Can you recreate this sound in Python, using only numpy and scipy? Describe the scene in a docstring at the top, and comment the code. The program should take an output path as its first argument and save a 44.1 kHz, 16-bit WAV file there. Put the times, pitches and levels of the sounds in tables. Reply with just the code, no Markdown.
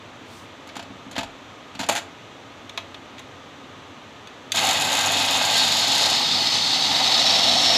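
"""A small tiled kitchen. A plastic blender jar is twisted onto its base and chatters home;
speed buttons click, then the wall switch snaps. The mains motor starts at once: its housing
roars and hums, its brushes crackle in step with the mains and then settle, and the blades churn
a wet mix whose hiss climbs as it thins. The walls answer briefly over a faint, steady room tone."""
import sys
import numpy as np
from scipy import signal
from scipy.fft import rfft, irfft, next_fast_len
from scipy.io import wavfile
from scipy.ndimage import map_coordinates

SR = 44100
rng = np.random.default_rng(int(sys.argv[2]) if len(sys.argv) > 2 else 0)


def waveform_to_disk(signal):
    """Save audio, clipped to [-1, 1], as 16-bit WAV at the path in sys.argv[1]."""
    frames = np.transpose(np.atleast_2d(signal))
    scaled = np.clip(frames, -1, 1) * 32767
    samples = np.round(scaled).astype(np.int16)
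    wavfile.write(sys.argv[1], SR, samples)


N = 342657
MAINS_HZ, MOTOR_START_S = 50, 4.538

# The drag of the mix, heard as roar. Each row: time in seconds, load in dB (-29 is usual).
LOAD = [(4.55, -29.5), (4.65, -26), (4.8, -28.5), (5.6, -28), (5.85, -31.5), (6.08, -28), (6.28, -34),
        (6.4, -32.5), (6.55, -34.5), (6.85, -34.5), (6.95, -29.5), (7.35, -27.5), (7.55, -29.5),
        (7.77, -26.5)]
# How hard the blades whip, heard as hiss. Each row: time in seconds, churn in dB (-21 is usual).
CHURN = [(4.55, -24.5), (4.68, -24.5), (5.08, -27), (5.2, -24), (5.4, -24), (5.5, -20), (5.9, -21),
         (6.04, -20), (6.22, -22), (6.85, -21.5), (7.3, -20), (7.77, -19)]
# The vortex opening. Each row: time in seconds, roar centre in Hz, hiss centre in Hz.
VORTEX = [(4.55, 803, 3370), (5.3, 820, 3320), (5.6, 826, 3980), (6.1, 850, 4330), (6.9, 850, 4200),
          (7.4, 735, 3700), (7.77, 700, 4060)]
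def blender():
    """Motor, brushes and blades ride a shifting load."""
    load_db = curves(LOAD)[0] + 29
    churn_db = curves(CHURN)[0] + 21
    roar_hz, hiss_hz = curves(VORTEX)
    drive = motor(load_db, churn_db, roar_hz) + brushes(load_db)
    return spin_up() * (drive + blades(load_db, churn_db, hiss_hz))

def spin_up():
    """The motor's sound fades in a moment after the switch closes."""
    return 1 - np.exp(-np.maximum(clock() - MOTOR_START_S, 0) / 0.0091)

# Tone of the low rumble and the housing's roar. Each row: frequency in Hz, EQ gain in dB.
RUMBLE_EQ = [(25, -45), (55, -17), (85, -21), (125, -12), (160, -5), (220, -7), (255, 0.5), (285, -1),
             (325, -9.5), (430, -10.5), (700, -35)]
HOUSING_EQ = [(300, -27), (440, -13.5), (540, -4), (595, -5), (675, 1), (710, -3), (760, 2), (795, -6.5),
              (840, -2), (950, -2), (1050, -6), (1300, -16.5), (2000, -52)]
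def motor(load_db, churn_db, roar_hz):
    """The motor shakes its housing, louder under load."""
    rumble = amp(-40 + .2 * churn_db) * coloured(noise(), RUMBLE_EQ)
    shaking = coloured(noise() * amp(2.04 * wobble(120)), HOUSING_EQ)
    return rumble + amp(-29.5 + load_db) * swept(shaking, roar_hz, lift_db=7, octaves=0.17)

# Tone of the wet slosh and the grit. Each row: frequency in Hz, EQ gain in dB.
SLOSH_EQ = [(250, -38), (900, -11.5), (1240, 2), (1440, -3), (1590, -6.5), (1720, -3), (1860, 1.5),
            (2180, 2), (2330, -1.5), (2900, 2.5), (4000, -15), (7000, -44)]
GRIT_EQ = [(900, -40), (2400, -14), (2900, -4), (3700, 2), (4150, -2), (4400, 2), (4600, -6.5), (5350, -5),
           (5850, -10.5), (6250, -8), (7300, -10), (8800, -20), (12500, -32), (15500, -47)]
def blades(load_db, churn_db, hiss_hz, bits_per_s=48):
    """Dense tiny impacts in the mix hiss and slosh, while hard bits are flung at the jar."""
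    surge = amp(wobble(60) + 0.89 * wobble(260))
    liquid = noise() * amp(0.46 * wobble(150)) * np.sqrt(surge)
    slosh = amp(-29.5 + .5 * load_db) * coloured(liquid, SLOSH_EQ)
    bits = unit((rng.random(N) < bits_per_s / SR) * (2 * rng.random(N) - 1))
    grit = coloured(noise() * amp(wobble(1000)) * surge + amp(-21) * bits, GRIT_EQ)
    hiss = amp(-22 + churn_db + lumps()) * swept(grit, hiss_hz, lift_db=5.5, octaves=0.42)
    return slosh + hiss + jar_rings() * surge

# Lumps caught by the blades. Each row: time in seconds, length in seconds, nominal lift in dB.
LUMPS = [(5.138, 0.011, 6), (5.167, .04, 5), (5.281, 0.014, 5), (5.34, .012, 6), (5.564, 0.04, 2.5)]
def lumps():
    """Each lump lifts the hiss at once and is ground away; in dB."""
    return sum(db * turn(s, .002) * bell(s, length_s) for s, length_s, db in LUMPS)

# Resonances of jar and housing. Each row: pitch in Hz, width in Hz, level in dB with a lumpy mix,
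# level in dB with a smooth mix, time of the change in seconds.
JAR_RINGS = [(255, 50, -50.5, -42.5, 6.8), (752, 71, -44.5, -39, 6.97), (1583, 74, -39.5, -50.5, 6.28),
             (2543, 53, -36, -46, 5.57), (3750, 130, -41.5, -36, 6.1), (3930, 45, -51, -33, 6.34),
             (4360, 80, -42, -31.5, 6.06), (4756, 120, -46, -35, 5.24), (5120, 140, -52, -35, 5.7),
             (5400, 260, -49, -29.5, 7.16), (6150, 100, -52, -38, 6.26), (6900, 79, -43, -55, 6.1)]
def jar_rings():
    """The resonances swell at random; one after another they come or go as the mix thins."""
    out = np.zeros(N)
    for hz, width, lumpy_db, smooth_db, s in JAR_RINGS:
        level_db = lumpy_db + (smooth_db - lumpy_db) * turn(s, 0.065)
        out += amp(level_db + 2.2 * wobble(7)) * narrow(hz, width)
    return out

# Tone of sparking and of settled brushes. Each row: frequency in Hz, EQ gain in dB.
CRACKLE_EQ = [(700, -39), (4000, 0), (5800, -8), (6500, 2.5), (7000, 3.5), (7700, -4), (8800, -13),
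              (10000, -10.5), (11000, -8), (12000, -13.5), (13500, -16), (15500, -28)]
GLIDE_EQ = [(6000, -20), (8500, 3), (9200, -5), (10000, -1), (10800, -2), (12600, 8), (14000, -10),
            (15500, -15)]
def brushes(load_db):
    """The brushes spark and crackle at first, then settle to a mostly smooth hiss."""
    settled = turn(s=6.14, span_s=.025)
    flare = unit(0.44 + sparks(scatter_db=8, jitter_s=.0007, life_s=0.004))
    sparking = amp(-29.5 + 0.27 * wobble(10)) * (1 - .9 * settled)
    crackle = sparking * coloured(noise() * flare, CRACKLE_EQ)
    gliding = amp(-50) * settled * coloured(noise(), GLIDE_EQ)
    return amp(0.45 * load_db) * (crackle + gliding)

def sparks(scatter_db, jitter_s, life_s):
    """Brush sparks flare at each crest of the mains current, each at its own strength."""
    crests = np.arange(0, N / SR, 1 / (2 * MAINS_HZ))
    late, size = rng.uniform(-1.3, 1, (len(crests), 2)).T
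    at = np.clip((crests + jitter_s * late) * SR, 0, N - 1).astype(int)
    flares = np.bincount(at, amp(scatter_db * size), N)
    return unit(signal.lfilter([1], [1, -np.exp(-1 / (life_s * SR))], flares))

# The hum's partials. Each row: multiple of the mains frequency, level in dB.
MOTOR_HUM = [(2, -46), (3, -48.5), (4, -60), (5, -54)]
def hum():
    """The motor's iron vibrates at multiples of the mains."""
    return sum(amp(db + 1.5 * wobble(5.2)) * np.sin(2 * np.pi * (k * MAINS_HZ * clock() + rng.random()))
               for k, db in MOTOR_HUM)

# Jar against base. Each row: start in seconds, strength in dB, body offset in dB,
# treble offset in dB, chatter length in seconds.
KNOCKS = [(0.6724, -37, -11, -5, .004), (0.6893, -30, -19, -17, .004), (0.7544, -27, -5, -15, .004),
          (0.7654, -26, -1.5, -7, 0.0051), (0.7931, -26, -4, -15, .004), (0.8255, -31, -7, -13, .004),
          (1.112, -31, -9, -5.5, 0.0073), (1.1273, -33, -15, -14, .004), (1.1544, -27, -11, -19, .004),
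          (1.1626, -20.5, -4.5, -17, 0.0089), (1.1802, -17, -4.5, -13, 0.016), (1.2074, -24, 0, -16, .006),
          (1.2304, -25, -2, -11, 0.0096), (1.7504, -29, -13, -13, .004), (1.792, -19.5, -6, -10.5, 0.033),
          (1.8304, -22, -5, -11, 0.013), (1.8627, -29, -4, -9, .004), (1.8881, -13, 2.5, -5.5, .015),
          (1.9124, -20.5, -1, -4, 0.026), (1.9511, -18, -6.5, -7, .044)]
# Tone of a knock. Each row: frequency in Hz, EQ gain in dB.
KNOCK_EQ = [(200, -7), (280, -7), (400, -17), (520, -7), (650, -4.5), (800, 3), (950, -3), (1150, -13),
            (1300, -8.5), (2290, -9), (3680, -7.5), (5590, -18.5), (7200, -13.5), (8400, -26.5),
            (11000, -26.5), (15500, -40)]
# The ring of jar and housing. Each row: pitch in Hz, relative level in dB, T60 in seconds.
PLASTIC_MODES = [(550, -1.5, 0.039), (677, 4, 0.071), (796, 1, 0.05), (897, 1, 0.089), (1216, -11, 0.077),
                 (1590, -10, 0.077), (1850, -7.5, 0.055), (2570, -7.5, 0.07), (2910, -12, .06),
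                 (3780, -17, .06), (4420, -8, .05), (7050, -19, 0.044)]
def jar():
    """The jar knocks and chatters onto its coupling."""
    return contacts(chatter(KNOCKS), KNOCK_EQ, PLASTIC_MODES, attack_s=0.00033,
                    band_t60_s=(0.051, 0.066, 0.038), band_db=(-2.5, -5.5, -0.5), ring_db=-10.5)

def chatter(knocks, count=5, gap_s=.0083, fall_db=11):
    """Each knock skips on in quick contacts that hold their strength, then die away."""
    hits = []
    for s, db, body_db, treble_db, length_s in knocks:
        gaps = gap_s * np.exp(.1 * rng.standard_normal(count))
        for delay in np.cumsum(gaps) - gaps[0]:
            loss_db = min(fall_db * (delay / length_s) ** 3, 80)
            hits.append((s + delay, db - loss_db, body_db, treble_db))
    return hits

def contacts(hits, eq, modes, attack_s, band_t60_s, band_db, ring_db):
    """Hard plastic contacts: a crack that dies faster in the treble, and the struck part's short ring."""
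    out, t = np.zeros(N), np.arange(SR // 4) / SR
    hz, mode_db, mode_t60 = np.transpose(modes)
    partials = np.sin(2 * np.pi * hz[:, None] * t) * decay(t, mode_t60[:, None])
    bands_hz = [(220, 1300), (1300, 6000), (6000, 16000)]  # body, mid, treble
    loudest_db = max(hit[1] for hit in hits)
    for s, db, body_db, treble_db in hits:
        softness = min(amp(loudest_db - db) ** 2, 5)  # light touches slide in, hard blows snap
        rise = 1 - np.exp(-t / (attack_s * softness))
        burst = rng.standard_normal(len(t))
        gains = amp(band_db) * amp([db + body_db, db, db + treble_db])
        for (lo, hi), gain, t60 in zip(bands_hz, gains, band_t60_s):
            band = unit(filtered(burst, lambda f: amp(along(eq, f)) * (f > lo) * (f < hi)))
            add(out, s, gain * band * rise * decay(t, t60))
        weight_db = np.where(hz < bands_hz[0][1], body_db, 0)  # heavy blows reach the low modes
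        strength = amp(mode_db + weight_db + 2 * rng.standard_normal(len(hz)))
        ring = (strength * rng.choice([-1, 1], len(hz))) @ partials
        add(out, s, amp(db + ring_db) * ring * rise)
    return out

# Speed buttons, then the wall switch, touched and thrown.
# Each row: start in seconds, strength in dB, body offset in dB, treble offset in dB.
BUTTONS = [(2.6938, -28, -10, -14), (2.7756, -17, -6.5, -18), (2.9437, -27.5, -10, -20),
           (3.1817, -30, -19, -21), (3.1924, -32.5, -16, -8)]
FLICKS = [(4.2722, -34, -11, -13), (4.5196, -13.5, -33, -5.5)]
# Tone of a click. Each row: frequency in Hz, EQ gain in dB.
CLICK_EQ = [(300, -29), (1220, -8), (1810, -2), (2600, 0), (3100, 0.5), (3550, 4), (4000, 1), (4600, -9.5),
            (5400, -14), (6400, -2), (7100, -10), (8700, -19), (11000, -19), (15500, -29)]
# Switch springs and plates. Each row: pitch in Hz, relative level in dB, T60 in seconds.
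SWITCH_MODES = [(2520, -3, 0.05), (3500, 8, 0.038), (3890, -1, 0.053), (4600, 6, .025), (6400, -6, 0.046),
                (6970, -8, 0.037)]
def switches():
    """Dry button clicks on the housing, and the sharper snap of the wall switch."""
    buttons = contacts(BUTTONS, CLICK_EQ, PLASTIC_MODES, attack_s=.0001,
                       band_t60_s=(0.075, 0.045, 0.038), band_db=(-8, -4, -1), ring_db=-16.5)
    wall = contacts(FLICKS, CLICK_EQ, SWITCH_MODES, attack_s=.0001,
                    band_t60_s=(0.06, 0.048, 0.036), band_db=(-6, -5.5, -1), ring_db=-13)
    return buttons + wall

# Soft bumps on the counter. Each row: start in seconds, strength in dB.
BUMPS = [(0.764, -29.5), (0.904, -29), (1.065, -29), (1.179, -21.5), (1.754, -32.5), (1.798, -22),
         (1.892, -23.5)]
# The base on its feet. Each row: pitch in Hz, relative level in dB, T60 in seconds.
FEET_MODES = [(109, -12, 0.12), (212, -2.5, 0.077), (259, 0, 0.088)]
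def base(thud_s=1.175, thud_rise_s=.035):
    """The base rocks on its rubber feet, and the counter thuds under the weight of the push."""
    out, t = np.zeros(N), np.arange(SR // 2) / SR
    shake = sum(amp(db) * np.sin(2 * np.pi * hz * t) * decay(t, t60) for hz, db, t60 in FEET_MODES)
    for s, db in BUMPS:
        add(out, s, amp(db) * shake * (1 - np.exp(-t / 0.0029)))
    swell = t / thud_rise_s * np.exp(1 - t / thud_rise_s)
    add(out, thud_s, amp(-43) * swell * narrow(58, 36)[:len(t)])
    return out

# Tone of the cloth. Each row: frequency in Hz, EQ gain in dB.
CLOTH_EQ = [(1500, -20), (4000, 9), (8000, 4), (12000, -5), (15500, -8)]
def sleeve():
    """A sleeve brushes past once."""
    return amp(-53) * bell(s=0.36, half_length_s=.06) * coloured(noise(), CLOTH_EQ)

# The room's decay. Each row: frequency in Hz, T60 in seconds.
KITCHEN_T60 = [(150, 0.44), (1000, 0.36), (4000, 0.28), (12000, 0.22)]
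def kitchen(x):
    """The tiled walls answer with a short tail."""
    hz, t, spectra = signal.stft(rng.standard_normal(SR // 2), SR, nperseg=256)
    tail = signal.istft(spectra * decay(t, along(KITCHEN_T60, hz)[:, None]), SR, nperseg=256)[1]
    delayed = np.pad(tail, (SR // 300, 0)) / np.linalg.norm(tail)
    return signal.fftconvolve(x, delayed)[:N]

# Tone of the room's air and its faint hiss. Each row: frequency in Hz, EQ gain in dB.
AIR_EQ = [(15, -63), (25, -16), (64, -14.5), (96, -1), (164, -7), (267, -5.5), (469, -5), (614, -5),
          (666, -6), (1200, -7.5), (1300, -10), (3530, -13.5), (4750, -24.5), (6550, -31.5), (15500, -54.5)]
AIR_HISS_EQ = [(3000, -40), (5200, -10), (5900, 2.5), (7000, -2.5), (8000, -8), (9500, -32), (11600, -14),
               (13000, -27)]
# The background drone. Each row: centre in Hz, width in Hz, level in dB.
DRONE = [(96.4, 16, -60), (273.5, 61, -53.5), (1247, 36, -56.5), (3510, 770, -60)]
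def room_tone():
    """Steady kitchen air with a faint drone and hiss."""
    air = amp(-43.5) * coloured(noise(), AIR_EQ)
    hiss = amp(-62.5) * coloured(noise(), AIR_HISS_EQ)
    return air + hiss + sum(amp(db) * narrow(hz, width) for hz, width, db in DRONE)

def amp(db):
    """Decibels to gain."""
    return 10 ** (np.asarray(db) / 20)

def unit(x):
    """Scale to rms 1."""
    return x / np.sqrt(np.mean(x ** 2) + 1e-20)

def clock():
    """The time of every sample."""
    return np.arange(N) / SR

def decay(t, t60):
    """A fade that loses 60 dB in t60 seconds."""
    return np.exp(-np.log(1000) * t / t60)

def bell(s, half_length_s):
    """A smooth rise and fall around time s, top 1."""
    return np.exp(-((clock() - s) / half_length_s) ** 2 / 2)

def turn(s, span_s):
    """A smooth change from 0 to 1 around time s."""
    return (1 + np.tanh((clock() - s) / (2 * span_s))) / 2

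def along(points, hz):
    """Interpolate (Hz, value) points on a log axis."""
    f, values = np.transpose(points)
    return np.interp(np.log(hz + 1), np.log(f + 1), values)

def curves(rows):
    """One value per sample for each column after the time."""
    s, *columns = np.transpose(rows)
    return [np.interp(clock(), s, column) for column in columns]

def wobble(rate):
    """A smooth random curve, rate knots a second."""
    return map_coordinates(rng.standard_normal(8192), [clock() * rate], mode="wrap")

def noise():
    """Fresh white noise."""
    return rng.standard_normal(N)

def filtered(x, response):
    """x through a frequency response."""
    size = next_fast_len(len(x) + 8192)
    return irfft(rfft(x, size) * response(np.fft.rfftfreq(size, 1 / SR)), size)[:len(x)]

def coloured(x, eq):
    """x through a (Hz, dB) curve, at rms 1."""
    return unit(filtered(x, lambda hz: amp(along(eq, hz))))

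def resonance(f, centre, width):
    """Causal response of one resonance."""
    return 1j * f * width / (centre ** 2 - f ** 2 + 1j * f * width)

def narrow(centre, width):
    """Noise ringing in one steep resonance, at rms 1."""
    return unit(filtered(noise(), lambda f: resonance(f, centre, 1.5 * width) ** 2))

def swept(x, centre_hz, lift_db, octaves):
    """Lift a band that follows a moving centre, at rms 1."""
    hz, t, spectra = signal.stft(x, SR, nperseg=1024)
    octaves_away = np.log2((hz[:, None] + 1) / np.interp(t, clock(), centre_hz))
    lift = amp(lift_db * np.exp(-(octaves_away / octaves) ** 2))
    return unit(signal.istft(spectra * lift, SR, nperseg=1024)[1][:N])

def add(track, s, sound):
    """Mix a sound in at time s."""
    part = track[round(s * SR):][:len(sound)]
    part += sound[:len(part)]

def scene():
    """Hands and machine in the room, in mono."""
    hands = sleeve() + jar() + base() + switches()
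    machine = blender()
    reverb = kitchen(amp(-11) * (hands + machine))
    return (hands + machine + spin_up() * hum() + reverb + room_tone())[None]

def record(dry):
    """Roll off the deepest bass and cut the very top."""
    bass_hz, top_hz = 40, 15550
    def passband(hz):
        return hz ** 2 / np.hypot(hz ** 2, bass_hz ** 2) * (hz < top_hz)
    return np.array([filtered(channel, passband) for channel in dry])

dry = scene()
out = record(dry)
waveform_to_disk(out)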